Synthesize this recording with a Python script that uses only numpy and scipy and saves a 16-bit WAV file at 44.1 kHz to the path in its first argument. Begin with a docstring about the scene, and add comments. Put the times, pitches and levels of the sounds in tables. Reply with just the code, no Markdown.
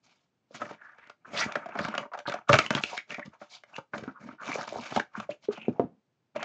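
"""Two hands work open a cardboard box of trading cards on a cloth-covered table, close to a small microphone.
Creases snap as bursts of noise, and card and wrappers slide with noisy friction and tiny crackles;
both ring through the panels of the box. Fingertips and pack edges chafe as noise around a moving pitch.
Soft bumps are short, hollow tones with some noise. A small, dry room and a faint hush surround it all."""
import sys
import numpy as np
from scipy import signal
from scipy.fft import rfft, irfft
from scipy.io import wavfile
from scipy.ndimage import uniform_filter1d

SR = 44100
rng = np.random.default_rng(int(sys.argv[2]) if len(sys.argv) > 2 else 0)


def bounce(signal):
    """Save signal as a 16-bit WAV file at the path given by the first command-line argument."""
    frames = np.transpose(np.atleast_2d(signal))
    limited = np.clip(frames, -1, 1)
    pcm = np.round(limited * 32767).astype(np.int16)
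    wavfile.write(sys.argv[1], SR, pcm)


N = 284004

# Colour of the quiet room and microphone hiss; only the shape counts: pitch_hz [Hz], level_db [dB per Hz]
HUSH_COLOUR = [(30, -27), (121, 3.5), (247, -1.5), (734, -10), (6340, -25.5), (8620, -33), (11200, -63)]
HUSH_DB = -78.5  # rms of the hush before the microphone
# Borders between bass, middle and treble: pitch_hz [Hz]
REGISTER_EDGES_HZ = [30, 450, 2800, 9000]
TOP_HZ = 8400  # upper limit of the microphone
# Panels of the box: pitch_hz [Hz], width_hz [Hz], level_db [dB above the direct sound], before the grip
PANELS = [(121.1, 140, 7.5), (224, 53, 9), (585.8, 39, 14.5), (700, 110, -3), (910, 39, -3), (1260, 290, 1),
          (1600, 230, -1.5), (2170, 180, 3), (2720, 36, -3.5)]
# Soft bumps of box and packs:
# start_s [s], level_db [dB], pitch_hz [Hz], fade_s [s to fall by 60 dB], contact_s [s]
BUMPS = [(0.507, -43.5, 553, 0.033, 0.0028), (1.461, -22, 230, 0.014, 0.0026),
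         (1.805, -25.5, 200, 0.044, 0.0026), (2.340, -27, 585, 0.033, 0.0058),
         (2.493, -16, 130.5, 0.13, 0.0033), (2.505, -17.5, 578, 0.11, 0.0036),
         (2.534, -16.5, 133, 0.072, 0.0026), (2.749, -31, 142, 0.14, 0.0044),
         (3.272, -36.5, 210, 0.0084, 0.0092), (4.025, -33, 174, 0.025, 0.0019),
         (4.077, -29, 264, 0.076, 0.0014), (4.254, -38, 247, 0.078, 0.0033),
         (4.284, -38.5, 257, 0.1, 0.0058), (4.489, -29.5, 282, 0.086, 0.0031),
         (4.556, -20.5, 544, 0.018, 0.00096), (4.723, -27, 596, 0.049, 0.0029),
         (4.79, -35, 240, 0.12, 0.0013), (4.968, -21, 227, 0.057, 0.0027), (5.176, -31, 211, 0.096, 0.0031),
         (5.29, -22.5, 598, 0.048, 0.0049), (5.484, -17.5, 408, 0.05, 0.0041),
         (5.682, -11.5, 355, 0.025, 0.0016), (5.686, -17.5, 246, 0.061, 0.002),
         (5.796, -27, 261, 0.15, 0.0083), (5.796, -6.5, 470, 0.017, 0.0011),
         (5.798, -25, 690, 0.098, 0.0025), (5.839, -24, 251.7, 0.056, 0.00087),
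         (6.359, -24.5, 624, 0.031, 0.0022)]
# Fingertips and pack edges dragging:
# start_s [s], length_s [s], pitch_hz [Hz, halfway through the drag, apart from the wander],
# width_hz [Hz], level_db [dB rms]
CHAFES = [(0.777, 0.19, 1534, 500, -54.5), (0.976, 0.15, 1700, 1110, -60), (1.246, 0.026, 1350, 483, -50),
          (1.358, 0.052, 3050, 1980, -36.5), (1.386, 0.027, 4900, 1400, -33),
          (1.384, 0.062, 1755, 910, -31), (1.768, 0.12, 4345, 1600, -52), (2.254, 0.017, 1306, 673, -37.5),
          (2.266, 0.031, 3810, 1490, -42), (2.471, 0.2, 1244, 160, -37.5), (2.53, 0.13, 2250, 350, -36.5),
          (2.844, 0.061, 2670, 495, -49.5), (2.915, 0.044, 793, 400, -40.5), (2.961, 0.049, 2169, 403, -41),
          (3.103, 0.074, 2090, 500, -45), (3.217, 0.022, 1905, 308, -43.5),
          (3.495, 0.095, 4060, 1770, -54.5), (3.737, 0.0413, 2697, 180, -48), (4.142, 0.06, 1236, 294, -53),
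          (4.308, 0.02, 1470, 252, -51), (4.38, 0.0885, 1289, 403, -48), (4.486, 0.052, 2200, 350, -42),
          (4.709, 0.11, 700, 600, -41.5), (4.959, 0.036, 857, 294, -27), (5.143, 0.0168, 1176, 396, -37.5),
          (5.307, 0.027, 2547, 700, -49), (5.503, 0.025, 1172, 450, -49.5), (5.521, 0.19, 2612, 499, -53),
          (5.727, 0.075, 717, 250, -54.5), (6.36, 0.08, 2450, 500, -51)]
# Colour of sliding card: pitch_hz [Hz], level_db [dB]
SLIDING_COLOUR = [(40, -24), (75, -20.5), (140, -6.5), (260, -6), (420, -4), (900, 4.5), (1500, 0.5),
                  (2800, -7), (4500, -9.5), (7000, -12.5), (8500, -34.5)]
# Strokes of card and wrapper under the hands: the box is turned over and gripped, the flap is worked
# out of its slot, the lid cracks loose and is folded back, fingers dig for the packs and draw them out,
# the packs are laid down and pushed along the cloth, the hand returns to the box for more.
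# start_s [s], length_s [s], level_db [dB before the overall sliding level],
# press_db [dB change of pressure over the stroke], bass_db and treble_db [dB relative to the middle],
# crackle_share [0 to 1]
STROKES = [ (0.048, 0.21, -73, -18, -7, 0, .3), (0.54, 0.011, -45.5, 18, -4, 0, 0.2),
           (0.613, 0.13, -45, -13, -5, -13.5, 0.3), (0.814, 0.28, -63.5, -12, -17, -15.5, 0.4),
           (1.28, 0.044, -48.5, 3, -0.5, -16, 0.1), (1.344, 0.099, -35, 7, -12, -4, 0.3),
           (1.453, 0.22, -42.5, -21.5, -6.5, -21.5, 0), (1.671, 0.14, -43, 16.5, -7, -24, 0.3),
           (1.79, 0.23, -38, -3, -5.5, -19.5, 0.7), (2.28, 0.11, -38.5, -8.5, -11.5, -24, 0.6),
           (2.491, 0.18, -36, -14.5, -2, -5, 0.7), (2.703, 0.082, -33.5, 8.5, -11.5, -11.5, 0.8),
           (2.823, 0.15, -47, 1, -19, 1.5, 0.1), (3.113, 0.086, -50.5, -24, -4, -5.5, 0.3),
           (3.258, 0.0066, -50, 0, 1.5, -5, 0.5), (3.331, 0.0068, -53, 12, -23, -16, 0.2),
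           (3.41, 0.064, -61, -9, -14, -1, 0.4), (3.527, 0.085, -61.5, -20.5, -18.5, 2, 0.2),
           (3.721, 0.055, -50, 8.5, -15, -9, 0), (3.946, 0.17, -49, -18.5, 0, -11.5, 0.5),
           (4.221, 0.12, -50.5, -6.5, 2.5, -13.5, 0.2), (4.416, 0.082, -39, 10.5, -9.5, -10, 0.5),
           (4.516, 0.12, -37, -2, -13, -7, 0.6), (4.674, 0.15, -49, -9, -3, -1.5, 0.7),
           (4.83, 0.152, -40.5, 3.5, -10.5, -3, 0.1), (5.167, 0.064, -43.5, -3.5, -14.5, -15.5, 0.1),
           (5.31, 0.0013, -45.5, -2.5, 6.5, -4, 0.5), (5.44, 0.0032, -51.5, 3, -7.5, 1, 0.4),
           (5.525, 0.048, -46.5, -16, -11, -7, 0.5), (5.59, 0.23, -61, -8, 7.5, -12.5, 0.5),
           (6.355, 0.16, -39, 3, -8.5, -19, 0.79)]
# A smooth stroke eases in, one that catches starts abruptly; all die away once the hand stops
SMOOTH_RISE_DB_PER_S, CATCHING_RISE_DB_PER_S, STROKE_RELEASE_DB_PER_S = 352.5, 5998.5, 568.5
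# Colour of a snap: pitch_hz [Hz], level_db [dB]
SNAP_COLOUR = [(40, -29.5), (75, -12), (130, 1.5), (420, 10.5), (850, 10), (1350, 10.5), (2800, -10.5),
               (4500, -17.5), (7000, -22), (8500, -43)]
# Creases and flaps snapping: start_s [s], level_db [dB over 10 ms, before the overall snap level],
# bass_db and treble_db [dB relative to the middle], flap_hz [Hz, ring of the flap]
SNAPS = [(0.617, -23, -11.5, -16, 1250), (0.71, -37, 1, -14, 740), (0.984, -47.5, -12, -6.5, 1680),
         (1.072, -53, -5.5, 0, 1400), (1.097, -39.5, -12.5, -6.5, 1440), (1.333, -32, 2.5, -40.5, 704),
         (1.522, -42, -15, 8, 1620), (1.555, -18.5, -37, -10, 1640), (1.565, -35.5, 4, -28, 1340),
         (1.629, -37, -20, -33, 1240), (1.659, -30, -9.5, -18.5, 675), (1.688, -34.5, -11.5, -18.5, 620),
         (1.753, -26.5, -6.5, -22.5, 785), (1.789, -23, -11, -6, 1750), (1.849, -24, -7.5, -7, 1580),
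         (1.884, -31, -4.5, -5, 1440), (1.94, -25, -14, -18, 1520), (1.951, -31, -7, -4.5, 1630),
         (1.979, -22.5, -14, -3, 2750), (2.03, -34.5, -11, -25, 1010), (2.053, -36.5, -5.5, -28, 1000),
         (2.117, -36, -31, -29, 1010), (2.135, -29.5, -41, -15, 1250), (2.145, -28, -30, -23, 754),
         (2.175, -34.5, -17, -13.5, 846), (2.189, -35.5, -22, -5, 800), (2.2, -38, -15, -8.5, 1540),
         (2.278, -24.5, -4, -18, 1190), (2.296, -33, -1.5, 1, 1600), (2.321, -30.5, -16, -3, 1270),
         (2.339, -26, -19, -10, 710), (2.493, -7.5, -6, -14.5, 1250), (2.53, -11.5, -6.5, -1.5, 2180),
         (2.54, -8, -24, -6, 1400), (2.554, -20.5, -14, -3, 1450), (2.588, -12, -7.5, 1, 1280),
         (2.663, -43, -11, 15.5, 2870), (2.706, -18, -2.5, -2.5, 1520), (2.75, -28.5, 5.5, 7, 3320),
         (2.764, -31, 0, -4, 2390), (2.837, -30.5, -2, 10.5, 2840), (2.977, -41.5, -1.5, 14, 2140),
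         (3.105, -39, -15, 5.5, 2650), (3.144, -40.5, -25, 8, 2270), (3.182, -34.5, 1, -25, 680),
         (3.194, -32.5, -6, -9, 2160), (3.414, -35.5, -9.5, -28, 695), (3.636, -45.5, -21.5, -2.5, 2020),
         (3.764, -46, -14.5, 8, 2830), (3.782, -29.5, -4.5, -17, 900), (3.935, -26, -6.5, -18, 1610),
         (3.98, -38.5, 2, -0.5, 1270), (4.036, -37.5, 1, -6.5, 1570), (4.078, -34.5, -23.5, -40, 1430),
         (4.288, -37.5, -13, -18, 1160), (4.582, -30.5, -0.5, -18, 840), (4.677, -33, -13.5, -7, 1015),
         (4.922, -30, -1.5, -17, 890), (4.962, -21, -2, -6.5, 940), (4.997, -20.5, -13, -7, 1620),
         (5.2, -29, -33, -8, 1150), (5.575, -36, -7, -16, 825), (6.361, -26.5, -2, -15, 702),
         (6.429, -28.5, -35, -3, 1360)]


def undb(db):
    """Turn decibels into a gain."""
    return 10 ** (np.asarray(db) / 20)


def seconds(length):
    """Time axis of a short sound."""
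    return np.arange(int(length * SR)) / SR


def unit(x):
    """Scale to rms 1."""
    return x / np.sqrt(np.mean(x ** 2))


def add(track, start_s, sound):
    """Mix a sound in at a time."""
    start = int(start_s * SR)
    track[start:start + len(sound)] += sound[:max(N - start, 0)]


def lowpass_noise(top_hz, shape):
    """Noise below a cutoff."""
    sos = signal.butter(2, top_hz, fs=SR, output="sos")
    return signal.sosfilt(sos, rng.standard_normal(shape))


def band(x, lo_hz, hi_hz, order=3):
    """Keep only the sound between two pitches."""
    return signal.sosfilt(signal.butter(order, [lo_hz, hi_hz], "band", fs=SR, output="sos"), x)


def registers(x):
    """Split a sound into bass, middle and treble."""
    return [band(x, lo, hi) for lo, hi in zip(REGISTER_EDGES_HZ, REGISTER_EDGES_HZ[1:])]


def resonance(x, hz, width_hz):
    """Let one mode ring, with gain 1 at its centre."""
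    return signal.lfilter(*signal.iirpeak(hz, hz / width_hz, fs=SR), x)


def through(x, response):
    """Pass a sound through an impulse response."""
    return signal.fftconvolve(x, response)[:len(x)]


def colour(points, size=4096):
    """Make an impulse response with a given spectrum and no sound ahead of its start."""
    hz, db = np.transpose(points)
    bins_hz = np.fft.rfftfreq(size, 1 / SR)
    gain = undb(np.interp(np.log(bins_hz + 1), np.log(hz), db))
    # folding the cepstrum gives minimum phase
    cepstrum = irfft(np.log(gain))
    cepstrum[1:size // 2] *= 2
    cepstrum[size // 2 + 1:] = 0
    return irfft(np.exp(rfft(cepstrum)))


def walk(rate):
    """Glide between random levels, about `rate` of them a second, with rms 1."""
    hold = int(SR / rate)
    levels = np.repeat(rng.standard_normal(N // hold + 1), hold)[:N]
    return unit(uniform_filter1d(levels, hold))


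def quiet_hush():
    """Faint steady noise of the room and the microphone."""
    return undb(HUSH_DB) * unit(through(rng.standard_normal(N), colour(HUSH_COLOUR)))


def room(x, wet_db=-10, bass_t60=0.13, middle_t60=0.15, treble_t60=0.16, first_echo_s=0.0036):
    """Table and near walls answer within milliseconds; the treble fades slightly slower than the bass."""
    t = seconds(.4)
    parts = registers(rng.standard_normal(len(t)))
    fades_s = (bass_t60, middle_t60, treble_t60)
    tail = sum(part * np.exp(-np.log(1000) * t / t60) for part, t60 in zip(parts, fades_s))
    tail = tail * (t > first_echo_s)
    heard_share = 2 * TOP_HZ / SR
    return x + undb(wet_db) * through(x, tail * np.sqrt(heard_share / np.sum(tail ** 2)))


def box(push, grip_shift=.035, grip_db=3.5):
    """The panels ring along; a random grip shifts the pitch and level of each of them."""
    ring = push
    for hz, width_hz, db in PANELS:
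        shift, boost = rng.standard_normal(2)
        mode = resonance(push, hz * (1 + grip_shift * shift), width_hz)
        ring = ring + undb(db + grip_db * boost) * mode
    return ring


def flexing_box(push, regrip_rate=14, count=4):
    """The hands keep passing from one grip to another, so the ring of the panels moves."""
    holds = np.exp(2 * np.array([walk(regrip_rate) for _ in range(count)]))
    shares = holds / holds.sum(axis=0)
    return sum(box(push * share) for share in shares)


def bumps(scuff_db=-15, scuff_reach=1.114, scuff_decay=0.41, lowest_hz=85, body_db=-13, body_ratio=0.52):
    """A soft contact swells one mode of the hollow box, a deeper one, and a dull rattle of weaker ones."""
    out, t = np.zeros(N), seconds(.2)
    for start_s, db, hz, t60, contact_s in BUMPS:
        swell = np.sin(np.pi / 2 * np.minimum(t / contact_s, 1)) ** 2
        fade = np.exp(-np.log(1000) * np.maximum(t - contact_s, 0) / t60)
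        scuff = unit(band(rng.standard_normal(len(t)), hz / 2, hz * scuff_reach, order=2))
        main_mode = np.sin(2 * np.pi * hz * t)
        deep_mode = undb(body_db) * np.sin(2 * np.pi * body_ratio * hz * t)
        # the rattle outlasts the two modes
        rattle = undb(scuff_db) * fade ** scuff_decay * scuff
        add(out, start_s, undb(db) * swell * (fade * (main_mode + deep_mode) + rattle))
    # such a small box radiates almost no deep bass
    return band(out, lowest_hz, TOP_HZ)


def chafes(flick_share=0.9, flick_s=0.033, sag_share=0.18, wander_share=0.032, wander_rate=60,
           stutter_db=4, stutter_rate=220, taper=0.6):
    """A stuttering drag makes noise around a wandering pitch, rising in a quick flick, sagging in a long drag."""
    out = np.zeros(N)
    wander = wander_share * walk(wander_rate)
    stutter = undb(stutter_db * walk(stutter_rate))
    for start_s, length, hz, width_hz, db in CHAFES:
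        t = seconds(length)
        now = int(start_s * SR) + np.arange(len(t))
        glide = flick_share * np.exp(-length / flick_s) - sag_share
        centre_hz = hz * (1 + wander[now] + glide * (t / length - .5))
        phase = 2 * np.pi * np.cumsum(centre_hz) / SR
        # two slow noises on a moving carrier make a moving noise band
        noise = lowpass_noise(width_hz / 2, (2, SR // 2))[:, :len(t)]
        ring = noise[0] * np.cos(phase) + noise[1] * np.sin(phase)
        outline = np.sin(np.pi * t / length) ** taper
        add(out, start_s, undb(db) * unit(ring * stutter[now] * outline))
    return out


def strokes():
    """Each stroke takes hold, changes pressure and lets go: gains of the registers, and share of crackle."""
    power, slipping = np.zeros((3, N)), np.zeros(N)
    margin_s = .15
    for start_s, length, db, press_db, bass_db, treble_db, catch in STROKES:
        catch, lead_s = np.clip(catch, 0, 1), min(start_s, margin_s)
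        t = seconds(lead_s + length + margin_s) - lead_s
        rise_db_per_s = SMOOTH_RISE_DB_PER_S ** (1 - catch) * CATCHING_RISE_DB_PER_S ** catch
        attack_db = rise_db_per_s * np.minimum(t, 0)
        pressure_db = press_db * (np.clip(t / length, 0, 1) - .5)
        release_db = -STROKE_RELEASE_DB_PER_S * np.maximum(t - length, 0)
        gain = undb(db + attack_db + pressure_db + release_db)
        for register, part_db in zip(power, (bass_db, 0, treble_db)):
            add(register, start_s - lead_s, (gain * undb(part_db)) ** 2)
        add(slipping, start_s - lead_s, catch * gain ** 2)
    return np.sqrt(power), np.clip(slipping / (power[1] + 1e-18), 0, 1)


def crackle(spread_db=5.0, ring_cycles=2.8, count=5000):
    """Many tiny catches of card and wrapper ring for a few cycles each, with more of them per octave higher up."""
    out, t = np.zeros(N), seconds(.03)
    for when, pitch, strength in rng.random((count, 3)):
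        hz = TOP_HZ * (.1 + .9 * pitch) ** 2
        # higher catches are stronger, and a few of any pitch stand out
        size = hz ** .7 * undb(-spread_db * np.log(max(strength, .06)))
        add(out, when * N / SR, size * np.exp(-t * hz / ring_cycles) * np.sin(2 * np.pi * hz * t))
    return unit(out)


def friction(judder_db=5.0, judder_rate=110, shift_db=4.5, shift_rate=28):
    """The contact point wanders, so each part of the noise comes and goes, and the whole judders."""
    edges = np.r_[REGISTER_EDGES_HZ[0], np.geomspace(300, REGISTER_EDGES_HZ[-1], 9)]
    noise = np.zeros(N)
    for lo, hi in zip(edges, edges[1:]):
        noise += band(rng.standard_normal(N), lo, hi) * undb(shift_db * np.tanh(walk(shift_rate)))
    return unit(noise * undb(judder_db * np.tanh(walk(judder_rate))))


def sliding(level_db=-2.88):
    """Stick and slip: juddering friction plus the crackle of small catches, played into the panels."""
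    gains, catch = strokes()
    rub = np.sqrt(1 - catch) * friction() + np.sqrt(catch) * crackle()
    ring = flexing_box(through(rub, colour(SLIDING_COLOUR)))
    return undb(level_db) * sum(unit(part) * gain for part, gain in zip(registers(ring), gains))


def snaps(first_kick=7.0, uneven_db=5, break_s=0.0031, slower_when_dull=0.33, settle_db=-24,
          settle_s=0.02, flap_db=7, flap_q=6, level_db=-5.5):
    """A crease gives way, fibres break for a few milliseconds, and the card settles."""
    out, t = np.zeros(N), seconds(.12)
    response = colour(SNAP_COLOUR)
    level_window = .01 * SR  # samples
    for start_s, db, bass_db, treble_db, flap_hz in SNAPS:
        # a dull snap gives way more slowly than a bright one
        slowed_s = break_s * undb(-slower_when_dull * treble_db)
        fibres = np.exp(-(t / slowed_s - .5) ** 2)
        # a few strong fibres carry most of the break
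        strength = unit(undb(uneven_db * rng.standard_normal(len(t))))
        settling = undb(settle_db) * np.exp(-t / settle_s)
        push = rng.standard_normal(len(t)) * (strength * fibres + settling)
        push[0] += first_kick
        # the free length of the flap gives each snap its own ring
        push = push + undb(flap_db) * resonance(push, flap_hz, flap_hz / flap_q)
        ring = box(through(push, response))
        for part, part_db in zip(registers(ring), (bass_db, 0, treble_db)):
            level = np.sqrt(level_window / np.sum(part ** 2))
            add(out, start_s, part * level * undb(db + part_db + level_db))
    return out


def scene():
    """All the handling in the room, over a faint hush."""
    handling = bumps() + chafes() + sliding() + snaps()
    return (room(handling) + quiet_hush())[None]


def record(dry, ceiling=0.57):
    """The microphone rounds off the loudest peaks, thins the deep bass and cuts the highest treble."""
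    rounded = ceiling * np.tanh(dry / ceiling)
    thinned = signal.sosfilt(signal.butter(2, 68, "high", fs=SR, output="sos"), rounded)
    return signal.sosfilt(signal.ellip(8, .3, 60, TOP_HZ, fs=SR, output="sos"), thinned)


dry = scene()
out = record(dry)
bounce(out)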